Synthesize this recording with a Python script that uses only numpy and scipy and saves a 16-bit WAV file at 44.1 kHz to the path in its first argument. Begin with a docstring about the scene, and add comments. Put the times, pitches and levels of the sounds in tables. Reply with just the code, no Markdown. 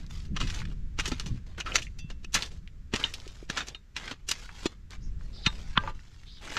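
"""Steel chops into dry, stony soil, crunches, scrapes and clinks; clods thud and pebbles tick.
Wind rumbles and flutters on the microphone, and a small bird chirps far off in the open field.
Crunches and scrapes are showers of random clicks, shaped by filters; wind and air are filtered noise.
Clinks, struck stones and thuds are fading sine waves; the bird is a whistle with a rapidly shaking pitch.
Both channels carry the same scene, each with its own faint hiss."""
import sys
import numpy as np
from scipy import signal
from scipy.io import wavfile
from scipy.ndimage import uniform_filter1d

SR = 44100
rng = np.random.default_rng(int(sys.argv[2]) if len(sys.argv) > 2 else 0)


def to_wav(s):
    """Save 16-bit WAV."""
    ch = np.atleast_2d(s).T  # columns
    pcm = np.round(np.clip(ch, -1, 1) * 32767)  # PCM
    wavfile.write(sys.argv[1], SR, pcm.astype(np.int16))


N = 290486  # length in samples

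# In these tables, "fade time" is the time in seconds to fall by 60 dB.
# Wind strength on the microphone. Each row: time in seconds, level in dB.
WIND_LEVELS = [(0, -36.5), (.42, -33), (.9, -35), (1.32, -34), (1.53, -42.5), (1.66, -38.5), (2.5, -40.5),
               (3.45, -45), (3.83, -50.5), (4.1, -46), (4.9, -45.5), (5.06, -33), (5.35, -39.5),
               (5.86, -35.5), (6.06, -47), (6.59, -45.5)]
# Short fluttering gusts. Each row: middle in seconds, level in dB, half length in seconds.
GUSTS = [(0.328, -37, 0.035), (0.437, -32.5, 0.024), (0.669, -45.5, 0.068), (1.317, -37, 0.059)]
# Tone of the slow wind rumble. Each row: frequency in Hz, gain in dB.
RUMBLE_TONE = [(12, -1.5), (28, 1.5), (80, -7.5), (140, -25), (600, -92)]
# Tone of the faster wind flutter. Each row: frequency in Hz, gain in dB.
FLUTTER_TONE = [(50, -22.5), (110, 6.5), (170, 5.5), (400, -18.5), (1500, -65.5)]
# Tone of the still air. 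Each row: frequency in Hz, gain in dB.
AIR_TONE = [(400, 2.5), (750, -9.5), (1600, -3), (3000, -9.5), (7500, -14), (9000, -28.5), (15000, -35.5)]
# Strokes of steel through loose soil. Each row: start in seconds, length in seconds,
# level halfway in dB, growth over the stroke in dB, brightness in dB (before the tilt factor),
# pushed earth in dB relative to the stroke.
STROKES = [(0, 0.069, -58.5, -13, 0, -11), (0.103, 0.16, -52.5, -7, 17, -33),
           (0.391, 0.2106, -45.5, 8, 14, -15), (0.647, 0.067, -60, 16.5, -7, -5),
           (0.989, 0.39, -51.5, -18, 3, -19), (1.467, 0.14, -62.5, -8, -5, -4.5),
           (1.583, 0.035, -45.5, -7.5, -13, -2), (1.659, 0.14, -46.5, 0, 6, -2.5),
           (2.353, 0.12, -40.5, -8.5, 20, -10), (2.516, 0.061, -57.5, -9, 16, -5.5),
           (2.938, .11, -42.5, 6, -7, -11), (3.027, 0.426, -53.5, -10.5, 15, -9.5),
           (3.51, 0.082, -43.5, 14, -7, -10), (3.589, 0.14, -55.5, -5, 3, -1),
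           (3.975, 0.12, -44, 6.5, -17, -18.5), (4.289, 0.17, -47.5, -1, 14, -17),
           (4.449, 0.208, -51.5, 17.5, 7, -21), (4.685, 0.047, -57.5, -0.5, -5, -7),
           (4.913, 0.031, -48, -2, -5, -16), (5.198, 0.44, -59, 9, 14, -3),
           (5.498, 0.25, -53, -2.5, 5, -23.5), (5.778, .12, -50.5, 5.5, -21, -1),
           (5.951, 0.6, -61, 0, 15, -29), (6.419, 0.16, -42.5, 8, 2, -9)]
# Tone of crushed soil. Each row: frequency in Hz, gain in dB.
SOIL_TONE = [(60, 2), (250, 1.5), (420, 0), (620, -7), (850, 1), (1250, 0), (3400, -0.5), (4800, -2),
             (7400, -5), (8800, -15), (12000, -21), (15000, -33)]
# Sliding grit, softer at the top than a blow. Each row: frequency in Hz, gain in dB.
GRIT_TONE = [(300, 0), (1200, 1.5), (3000, 2), (7500, -1.5)]
# Low scrunch of earth pushed ahead of the steel. Each row: frequency in Hz, gain in dB.
EARTH_TONE = [(120, -2.5), (400, -1), (700, -4.5), (1400, -33.5), (5000, -44.5)]
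# Single pebble ticks. Each row: time in seconds, peak level in dB, middle frequency in Hz.
PEBBLES = [(0.065, -38, 4470), (0.618, -30, 1800), (.674, -42, 2400), (1.198, -22.5, 3580),
           (1.377, -44.5, 1460), (1.579, -40, 1990), (2.3422, -28, 5500), (2.4232, -15.5, 3270),
           (2.46, -34, 3600), (2.676, -34.5, 2550), (2.9378, -27, 2940), (3.139, -25, 3800),
           (3.201, -33, 3650), (3.278, -32.5, 3820), (4.057, -34, 4450), (4.492, -30.5, 1450),
           (4.907, -33, 4220), (5.21, -43, 1310), (5.837, -33.5, 1680), (5.876, -29, 1340)]
# Blows of steel into soil. Each row: time in seconds, force in dB, brightness in dB per octave,
# ground thud in dB (before THUD_GAIN_DB), fade time of the crushing in seconds.
BLOWS = [(0.364, -31.5, -3, -45.5, 0.064), (0.403, -32.5, 0.5, -44, 0.15), (0.472, -38, 1.5, -61, 0.087),
         (0.5, -35.5, 2.5, -73, 0.061), (0.544, -38.5, 3, -65, 0.062), (0.653, -44.5, -2, -83, 0.014),
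         (.988, -29.5, -0.5, -38.5, 0.065), (0.996, -26.5, 1, -54, 0.046), (1.056, -30, 3, -50, 0.055),
         (1.077, -35, 7, -38, 0.065), (1.117, -32.5, 0.5, -33.5, 0.064), (1.198, -36, 2, -51, 0.073),
         (1.261, -40, 3, -47, 0.12), (1.601, -31.5, 0.5, -58, 0.053), (1.662, -38.5, -6.5, -78, 0.3),
         (1.7552, -17, 2.5, -42, 0.041), (1.781, -33.5, 0, -66, 0.084), (1.819, -44, 6.5, -55, 0.14),
         (1.988, -48.5, 7, -59, 0.06), (2.101, -43.5, 0, -47, 0.066), (2.245, -43, 1, -51, 0.01),
         (2.3415, -24.5, 9, -58, 0.084), (2.35, -23, -2, -38, 0.11), (2.424, -35.5, 2, -52.5, 0.081),
         (2.9375, -26, 0, -30, 0.047), (2.955, -28, 1.5, -43.5, 0.052), (2.998, -37.5, 3, -44, 0.066),
         (3.039, -35.5, -1, -50, 0.17), (3.498, -29.5, 2, -37.5, 0.059), (3.57, -27, -1, -55, 0.12),
         (3.606, -34, -2.5, -52, 0.09), (3.669, -45.5, 6, -71, 0.062), (3.683, -39.5, 5, -49, 0.057),
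         (3.747, -48.5, -0.5, -59.5, 0.069), (3.965, -30.5, 0, -51.5, 0.066),
         (4.078, -37.5, -2.5, -71, 0.047), (4.111, -34.5, 0.5, -39.5, 0.08),
         (4.2885, -28.5, 8, -45.5, 0.048), (4.312, -21, 5, -46, 0.043), (4.657, -28, 1.5, -32, 0.04),
         (5.4615, -22.5, -2, -50.5, 0.047), (5.774, -25.5, -14.5, -52.5, 0.0071),
         (6.568, -27, -2.5, -43, 0.13)]
# Crunch of a blow of middling brightness. Each row: frequency in Hz, gain in dB.
CRUNCH_TONE = [(1340, 4), (3150, 8), (6300, 2.5), (12000, -5)]
# Ringing of the rake head, damped by soil. Each row: frequency in Hz, width in Hz, level in dB.
RAKE_MODES = [(1336, 110, 10), (1737, 260, 10), (2502, 110, 6.5), (2830, 79, 4), (3460, 13, -0.5),
              (3770, 20, -3), (5880, 25, 0.5), (5880, 200, 6.5), (6540, 230, 1.5)]
# Clods and feet landing. Each row: time in seconds, level in dB, pitch in Hz, fade time in seconds.
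THUDS = [(1.117, -25.5, 246, 0.091), (1.746, -24, 514, 0.012), (2.044, -23.5, 146.3, 0.044),
         (2.937, -15, 300, 0.014), (3.266, -33.5, 376, 0.025), (3.427, -28, 352, 0.017),
         (4.657, -12.5, 321, 0.028), (5.468, -5, 148, 0.021), (5.777, -4, 165, 0.016)]
# Fist-sized stones clacking. Each row: time in seconds, peak level in dB, middle pitch in Hz,
# fade time in seconds.
STONES = [(1.609, -23, 2775, 0.041), (1.677, -36, 1244, 0.046), (1.719, -26, 2620, 0.043),
          (1.822, -30.5, 2840, 0.034), (1.868, -34, 2370, .05), (2.247, -35.5, 2714, 0.034),
          (3.0395, -15, 3176, 0.023), (5.7755, -12, 3110, 0.017), (5.7748, -14.5, 1320, 0.015)]
# Tines springing off a stone. Each row: time in seconds, level in dB, most excited pitch in Hz.
TINE_CLINKS = [(1.757, -36.5, 6480), (1.989, -40, 3000)]
# Tines ringing free. Each row: pitch in Hz, level within the clink in dB, fade time in seconds.
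TINE_MODES = [(1910, -16, 0.2), (2685, -7, 0.42), (3100, -18, .22), (3400, -13, 0.28), (3540, -11, 0.19),
              (4670, -1.5, .13), (5930, 4.5, .13), (6293, -6.5, .15)]
# Blade knocking on stones. Each row: time in seconds, level in dB, most excited pitch in Hz.
SPADE_CLINKS = [(3.039, -25.5, 3540), (3.57, -38, 3700), (3.747, -38.5, 3510), (5.462, -18, 4060),
                (5.468, -34.5, 990), (5.775, -26.5, 1370), (5.836, -31.5, 685), (5.875, -32, 950)]
# Spade blade ringing. Each row: pitch in Hz, level within the clink in dB, fade time in seconds.
SPADE_MODES = [(552, -7, 0.13), (880, 1, 0.086), (991, -1.5, 0.1), (1190, 3.5, 0.11), (1580, 0, 0.14),
               (2008, -4, 0.06), (2450, -1, .06), (2755, -0.5, .06), (2983, 9.5, 0.025),
               (3707, -1.5, 0.095), (4097, -4.5, 0.068), (7700, -17.5, 0.24)]
# Bird chirps, one list each. Each row: time in seconds, pitch in Hz, level in dB.
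CHIRPS = [
    [(5.0, 4220, -71), (5.03, 5850, -60), (5.09, 5720, -73.5)],
    [(5.32, 4400, -59), (5.345, 4600, -53), (5.38, 4020, -50.5), (5.41, 4680, -60), (5.45, 4100, -38)],
    [(6.255, 3510, -55.5), (6.275, 4000, -53.5), (6.35, 4310, -56.5), (6.395, 3360, -57)],
]

AIR_DB, EDGE_HZ = -67.5, 15000  # base level of the air; top of the recorded band
CRUNCH_PIVOT_HZ, THUD_HZ, THUD_GAIN_DB = 3020, 336, 18
STROKE_ATTACK_S, STROKE_RELEASE_T60 = 0.016, 0.1
SETTLE_DB, SETTLE_T60 = -14, 0.4  # loosened soil trickles on after each stroke


def gain_of(db):
    """Turns decibels into an amplitude factor."""
    return 10 ** (np.asarray(db) / 20)


def evened(x):
    """Scales a sound to an average strength (rms) of 1."""
    return x / np.sqrt(np.mean(x ** 2) + 1e-20)


def read(points, hz):
    """Reads a tone table between its points, on a logarithmic frequency scale."""
    f, value = np.transpose(points)
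    return np.interp(np.log(hz + 1), np.log(f + 1), value)


def follow(rows):
    """Gives the columns of a timed table at every sample."""
    s, *columns = np.transpose(rows)
    return [np.interp(np.arange(N) / SR, s, c) for c in columns]


def add(mix, s, sound):
    """Mixes a sound in, starting at s seconds."""
    part = mix[max(round(s * SR), 0):][:len(sound)]
    part += sound[:len(part)]


def colour(x, *spectra, size=4096):
    """Filters a sound by all the tone tables together, with no ringing ahead of the sound."""
    hz = abs(np.fft.fftfreq(size, 1 / SR))
    log_gain = np.log(gain_of(sum(read(points, hz) for points in spectra)))
    # the Hilbert transform finds the phase that keeps the filter from acting early
    taps = np.fft.ifft(np.exp(np.conj(signal.hilbert(log_gain)))).real
    return signal.oaconvolve(x, taps[:size // 2])[:len(x)]


def grains(n, per_s, spread_db, cap=8.2):
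    """Grit makes random clicks, most of them small and a few large."""
    sizes = gain_of(spread_db * np.minimum(rng.exponential(1, n), cap))
    happens = rng.random(n) < per_s / SR
    return evened(sizes * rng.standard_normal(n) * happens)


def stick_slip(n, depth_db, slip_s):
    """Grit catches and gives way, which makes its loudness uneven."""
    wander = uniform_filter1d(rng.standard_normal(n), int(slip_s * SR))
    return gain_of(depth_db * evened(wander))


def wind(flutter_db=-14.0):
    """Large eddies rumble on the microphone; gusts add a faster flutter."""
    strength, t = gain_of(follow(WIND_LEVELS)[0]), np.arange(N) / SR
    gusts = sum(gain_of(db) * np.exp(-((t - s) / half) ** 2) for s, db, half in GUSTS)
    slow = evened(colour(rng.standard_normal(N), RUMBLE_TONE, size=16384))
    fast = evened(colour(rng.standard_normal(N), FLUTTER_TONE, size=16384))
    return strength * slow + (gain_of(flutter_db) * strength + gusts) * fast


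def air(swell_db=-0.5, swell_s=0.5, with_wind=0.3):
    """The faint hiss of the open field swells and sinks with the breeze."""
    swell = evened(uniform_filter1d(rng.standard_normal(N), int(swell_s * SR), mode="wrap"))
    wind_db = follow(WIND_LEVELS)[0]
    level_db = AIR_DB + swell_db * swell + with_wind * (wind_db - wind_db.mean())
    return gain_of(level_db) * evened(colour(rng.standard_normal(N), AIR_TONE))


def stroke_effort():
    """Each stroke bites, grows or eases, lets go and leaves soil settling.

    Gives the grit's amplitude, its brightness in dB, and the pushed earth's amplitude."""
    t = np.arange(N) / SR
    power, bright, earth = np.full(N, 1e-20), np.zeros(N), np.zeros(N)
    for start, length, db, growth_db, bright_db, earth_db in STROKES:
        # the bite rises just ahead of the start and is complete there
        bite = np.clip((t - start) / STROKE_ATTACK_S + 1, 0, 1) ** 2
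        pull_db = db + growth_db * (np.clip((t - start) / length, 0, 1) - 0.5)
        after = np.clip(t - start - length, 0, 2)
        letting_go_db = -60 * after / STROKE_RELEASE_T60
        settling_db = SETTLE_DB - 60 * after / SETTLE_T60
        release_db = np.maximum(letting_go_db, settling_db)
        stroke = (bite * gain_of(pull_db + release_db)) ** 2
        power += stroke
        bright += stroke * bright_db
        earth += stroke * gain_of(earth_db) ** 2
    return np.sqrt(power), bright / power, np.sqrt(earth)


def small_stone(n, decay_s=0.0009, low_hz=1000.0, high_hz=8000.0, count=3):
    """A small stone of chance size rings briefly, damped by the soil around it."""
    t = np.arange(n) / SR
    hz = low_hz * (high_hz / low_hz) ** rng.random((count, 1))
    phase = rng.random((count, 1))
    ring = np.exp(-t / decay_s) * np.sin(2 * np.pi * (hz * t + phase)).sum(0)
    return ring / np.linalg.norm(ring)


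def crumbs(per_s=330, spread_db=2.0, count=24):
    """Small stones of many sizes tumble, each size with its own dry tick."""
    total = np.zeros(N)
    for _ in range(count):
        hits = grains(N, per_s / count, spread_db)
        total += signal.oaconvolve(hits, small_stone(SR // 80))[:N]
    return evened(total)


def drag(per_s=5000, spread_db=0.5, crumbs_db=-7, jerk_db=1.5, jerk_s=0.0079, split_hz=3600, tilt=0.16):
    """Fine grit slides in jerks while coarser crumbs tumble over the steel and earth piles up ahead."""
    effort, bright_db, pushed = stroke_effort()
    jerks = stick_slip(N, jerk_db, jerk_s)
    contacts = (grains(N, per_s, spread_db) + gain_of(crumbs_db) * crumbs()) * jerks
    grit = evened(colour(contacts, SOIL_TONE, GRIT_TONE))
    # dry dust hisses, packed soil sounds duller
    lowpass = signal.butter(2, split_hz, fs=SR, output="sos")
    dull = signal.sosfiltfilt(lowpass, grit)
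    lean = gain_of(tilt * bright_db)
    sliding = (dull / lean + (grit - dull) * lean) / np.sqrt((lean ** 2 + lean ** -2) / 2)
    earth = evened(colour(grains(N, per_s, spread_db) * jerks, EARTH_TONE))
    return effort * sliding + pushed * earth


def shifting_contacts(x, patchy_db, patch_s=0.05, lowest_hz=700, size=512):
    """Other tines and stones touch from moment to moment, so narrow resonances come and go."""
    out, hop = np.zeros(N), int(patch_s * SR)
    hz = np.arange(0, SR / 2, SR / size)
    padded = np.pad(x, (hop, 2 * hop))
    fade = signal.windows.hann(2 * hop, sym=False)  # neighbouring patches overlap by half
    for at in range(0, N + hop, hop):
        peaks_db = patchy_db * rng.standard_normal(len(hz))
        peaks_db -= 10 * np.log10(np.mean(gain_of(peaks_db) ** 2))  # average power gain of 1
        piece = np.pad(padded[at:at + 2 * hop] * fade, (0, hop))  # room to ring on
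        rung = colour(piece, np.c_[hz, peaks_db * (hz > lowest_hz)])
        add(out, max(at - hop, 0) / SR, rung[max(hop - at, 0):])
    return out


def pebbles(contact_s=0.00021, rattle=0.12, rattle_s=0.01, spread=1.45):
    """A stone makes a sharp contact, then the crumbs around it rattle briefly."""
    out, t = np.zeros(N), np.arange(SR // 20) / SR
    envelope = np.exp(-t / contact_s) + rattle * np.exp(-t / rattle_s)
    for s, db, hz in PEBBLES:
        band = [hz / spread, min(hz * spread, EDGE_HZ)]
        bandpass = signal.butter(2, band, "band", fs=SR, output="sos")
        tick = signal.sosfilt(bandpass, rng.standard_normal(len(t)) * envelope)
        add(out, s, gain_of(db) * tick / abs(tick).max())
    return out


def through_rake(x, ring_db):
    """Each contact is heard directly and through the damped ringing of the steel."""
    t = np.arange(SR // 8) / SR
    ring = np.zeros(len(t))
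    for hz, width_hz, db in RAKE_MODES:
        decay = np.exp(-np.pi * width_hz * t)  # a wider resonance dies away sooner
        ring += gain_of(db) * np.sqrt(width_hz) * decay * np.cos(2 * np.pi * hz * t)
    body = gain_of(ring_db) * ring / np.linalg.norm(ring)
    body[0] += 1  # the direct sound
    return signal.oaconvolve(x, body / np.linalg.norm(body))[:len(x)]


def blows(per_s=6500, spread_db=1.0, ring_db=-12.0, lead_s=0.0074, lead_db=-14, hold_s=0.003):
    """A faint swell leads into each blow; then the edge crushes grit, brighter in dry gravel, over a thud of
    the ground."""
    lead = SR // 50  # samples of the faint swell before the blow
    out, t = np.zeros(N), np.arange(-lead, SR // 6) / SR
    hz, crunch_db = np.transpose(CRUNCH_TONE)
    for s, force_db, bright_db, thud_db, t60 in BLOWS:
        leading = gain_of(lead_db) * np.exp(-abs(t) / lead_s)
        crushing = gain_of(-60 * np.maximum(t - hold_s, 0) / t60)
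        force = np.where(t < 0, leading, crushing)
        clumps = stick_slip(len(t), 1.6, 0.003)
        crush = through_rake(grains(len(t), per_s, spread_db) * clumps * force, ring_db)
        crush /= np.std(crush[lead:lead + SR // 110])  # level the first 9 ms of every blow
        tone_db = force_db + crunch_db + bright_db * np.log2(hz / CRUNCH_PIVOT_HZ)
        tone = [(THUD_HZ, thud_db + THUD_GAIN_DB), *zip(hz, tone_db)]
        add(out, s + t[0], colour(crush, tone, SOIL_TONE))
    return out


def thuds(rise_turns=0.43, sag=0.16, sag_s=0.00085):
    """Soil gives way under a weight: a few low cycles that sink in pitch."""
    out, t = np.zeros(N), np.arange(SR // 5) / SR
    for s, db, hz, t60 in THUDS:
        turns = np.cumsum(hz * (1 + sag * np.exp(-t / sag_s))) / SR
        rise = 1 - np.exp(-(turns / rise_turns) ** 2)
        add(out, s, gain_of(db - 60 * t / t60) * rise * np.sin(2 * np.pi * turns))
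    return out


def stones(spread=0.24, contact_s=0.00053, count=14):
    """A struck stone rings at a close cluster of pitches that the soil soon damps."""
    out, t = np.zeros(N), np.arange(SR // 12) / SR
    for s, db, hz, t60 in STONES:
        envelope = (1 - np.exp(-(t / contact_s) ** 2)) * gain_of(-60 * t / t60)
        modes_hz = hz * (1 + spread * rng.triangular(-1, 0, 1, (count, 1)))
        phase = rng.random((count, 1))
        ring = np.sin(2 * np.pi * (modes_hz * t + phase)).sum(0) * envelope
        add(out, s, gain_of(db) * ring / abs(ring).max())
    return out


def clinks(hits, modes, octaves, rise_s):
    """Free steel rings, mostly near one pitch; a glancing contact builds up more slowly."""
    out, t = np.zeros(N), np.arange(SR // 2) / SR
    rise = 1 - np.exp(-t / rise_s)
    for s, hit_db, centre_hz in hits:
        for hz, db, t60 in modes:
            reach = (1 + (np.log2(hz / centre_hz) / octaves) ** 2) ** -2
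            level = rng.choice([-1, 1]) * reach * gain_of(hit_db + db - 60 * t / t60)
            add(out, s, level * rise * np.sin(2 * np.pi * hz * t))
    return out


def bird(rasp_hz=520, smear_s=0.02):
    """A far whistle whose pitch shakes so fast that it rasps, smeared by the trees."""
    out = np.zeros(N)
    for chirp in CHIRPS:
        s, *columns = np.transpose(chirp)
        t = np.arange(s[0], s[-1], 1 / SR)
        hz, db = (np.interp(t, s, c) for c in columns)
        shake = evened(uniform_filter1d(rng.standard_normal(len(t)), size=60))
        whistle = np.sin(2 * np.pi * np.cumsum(hz + rasp_hz * shake) / SR)
        add(out, s[0], gain_of(db) * evened(whistle) * signal.windows.tukey(len(t), 0.15))
    t = np.arange(SR // 20) / SR
    leaves = rng.standard_normal(len(t)) * np.exp(-t / smear_s)
    return signal.oaconvolve(out, leaves / np.linalg.norm(leaves))[:N]


def field(x, scatter_db=-36.5, t60=0.81):
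    """Rough ground and trees scatter back a thin, short tail."""
    t = np.arange(SR // 2) / SR
    tail = rng.standard_normal(len(t)) * gain_of(-60 * t / t60)
    return x + gain_of(scatter_db) * signal.oaconvolve(x, tail / np.linalg.norm(tail))[:N]


def scene():
    """Mixes tools, ground and bird in the open air, with wind on the microphone."""
    soil = shifting_contacts(drag(), patchy_db=4.3) + shifting_contacts(blows(), patchy_db=3.9)
    tines = clinks(TINE_CLINKS, TINE_MODES, octaves=0.89, rise_s=0.004)
    spade = clinks(SPADE_CLINKS, SPADE_MODES, octaves=0.65, rise_s=0.0003)
    sources = soil + pebbles() + thuds() + stones() + tines + spade + bird()
    mono = field(sources) + wind() + air()
    return np.array([mono, mono])


def record(dry, hiss_db=-82.0):
    """Adds a separate faint hiss to each channel, then cuts everything above the band edge."""
    wet = dry + gain_of(hiss_db) * rng.standard_normal(dry.shape)
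    lowpass = signal.firwin(511, EDGE_HZ, window=("kaiser", 9), fs=SR)
    return signal.oaconvolve(wet, lowpass[None], "same")


dry = scene()
out = record(dry)
to_wav(out)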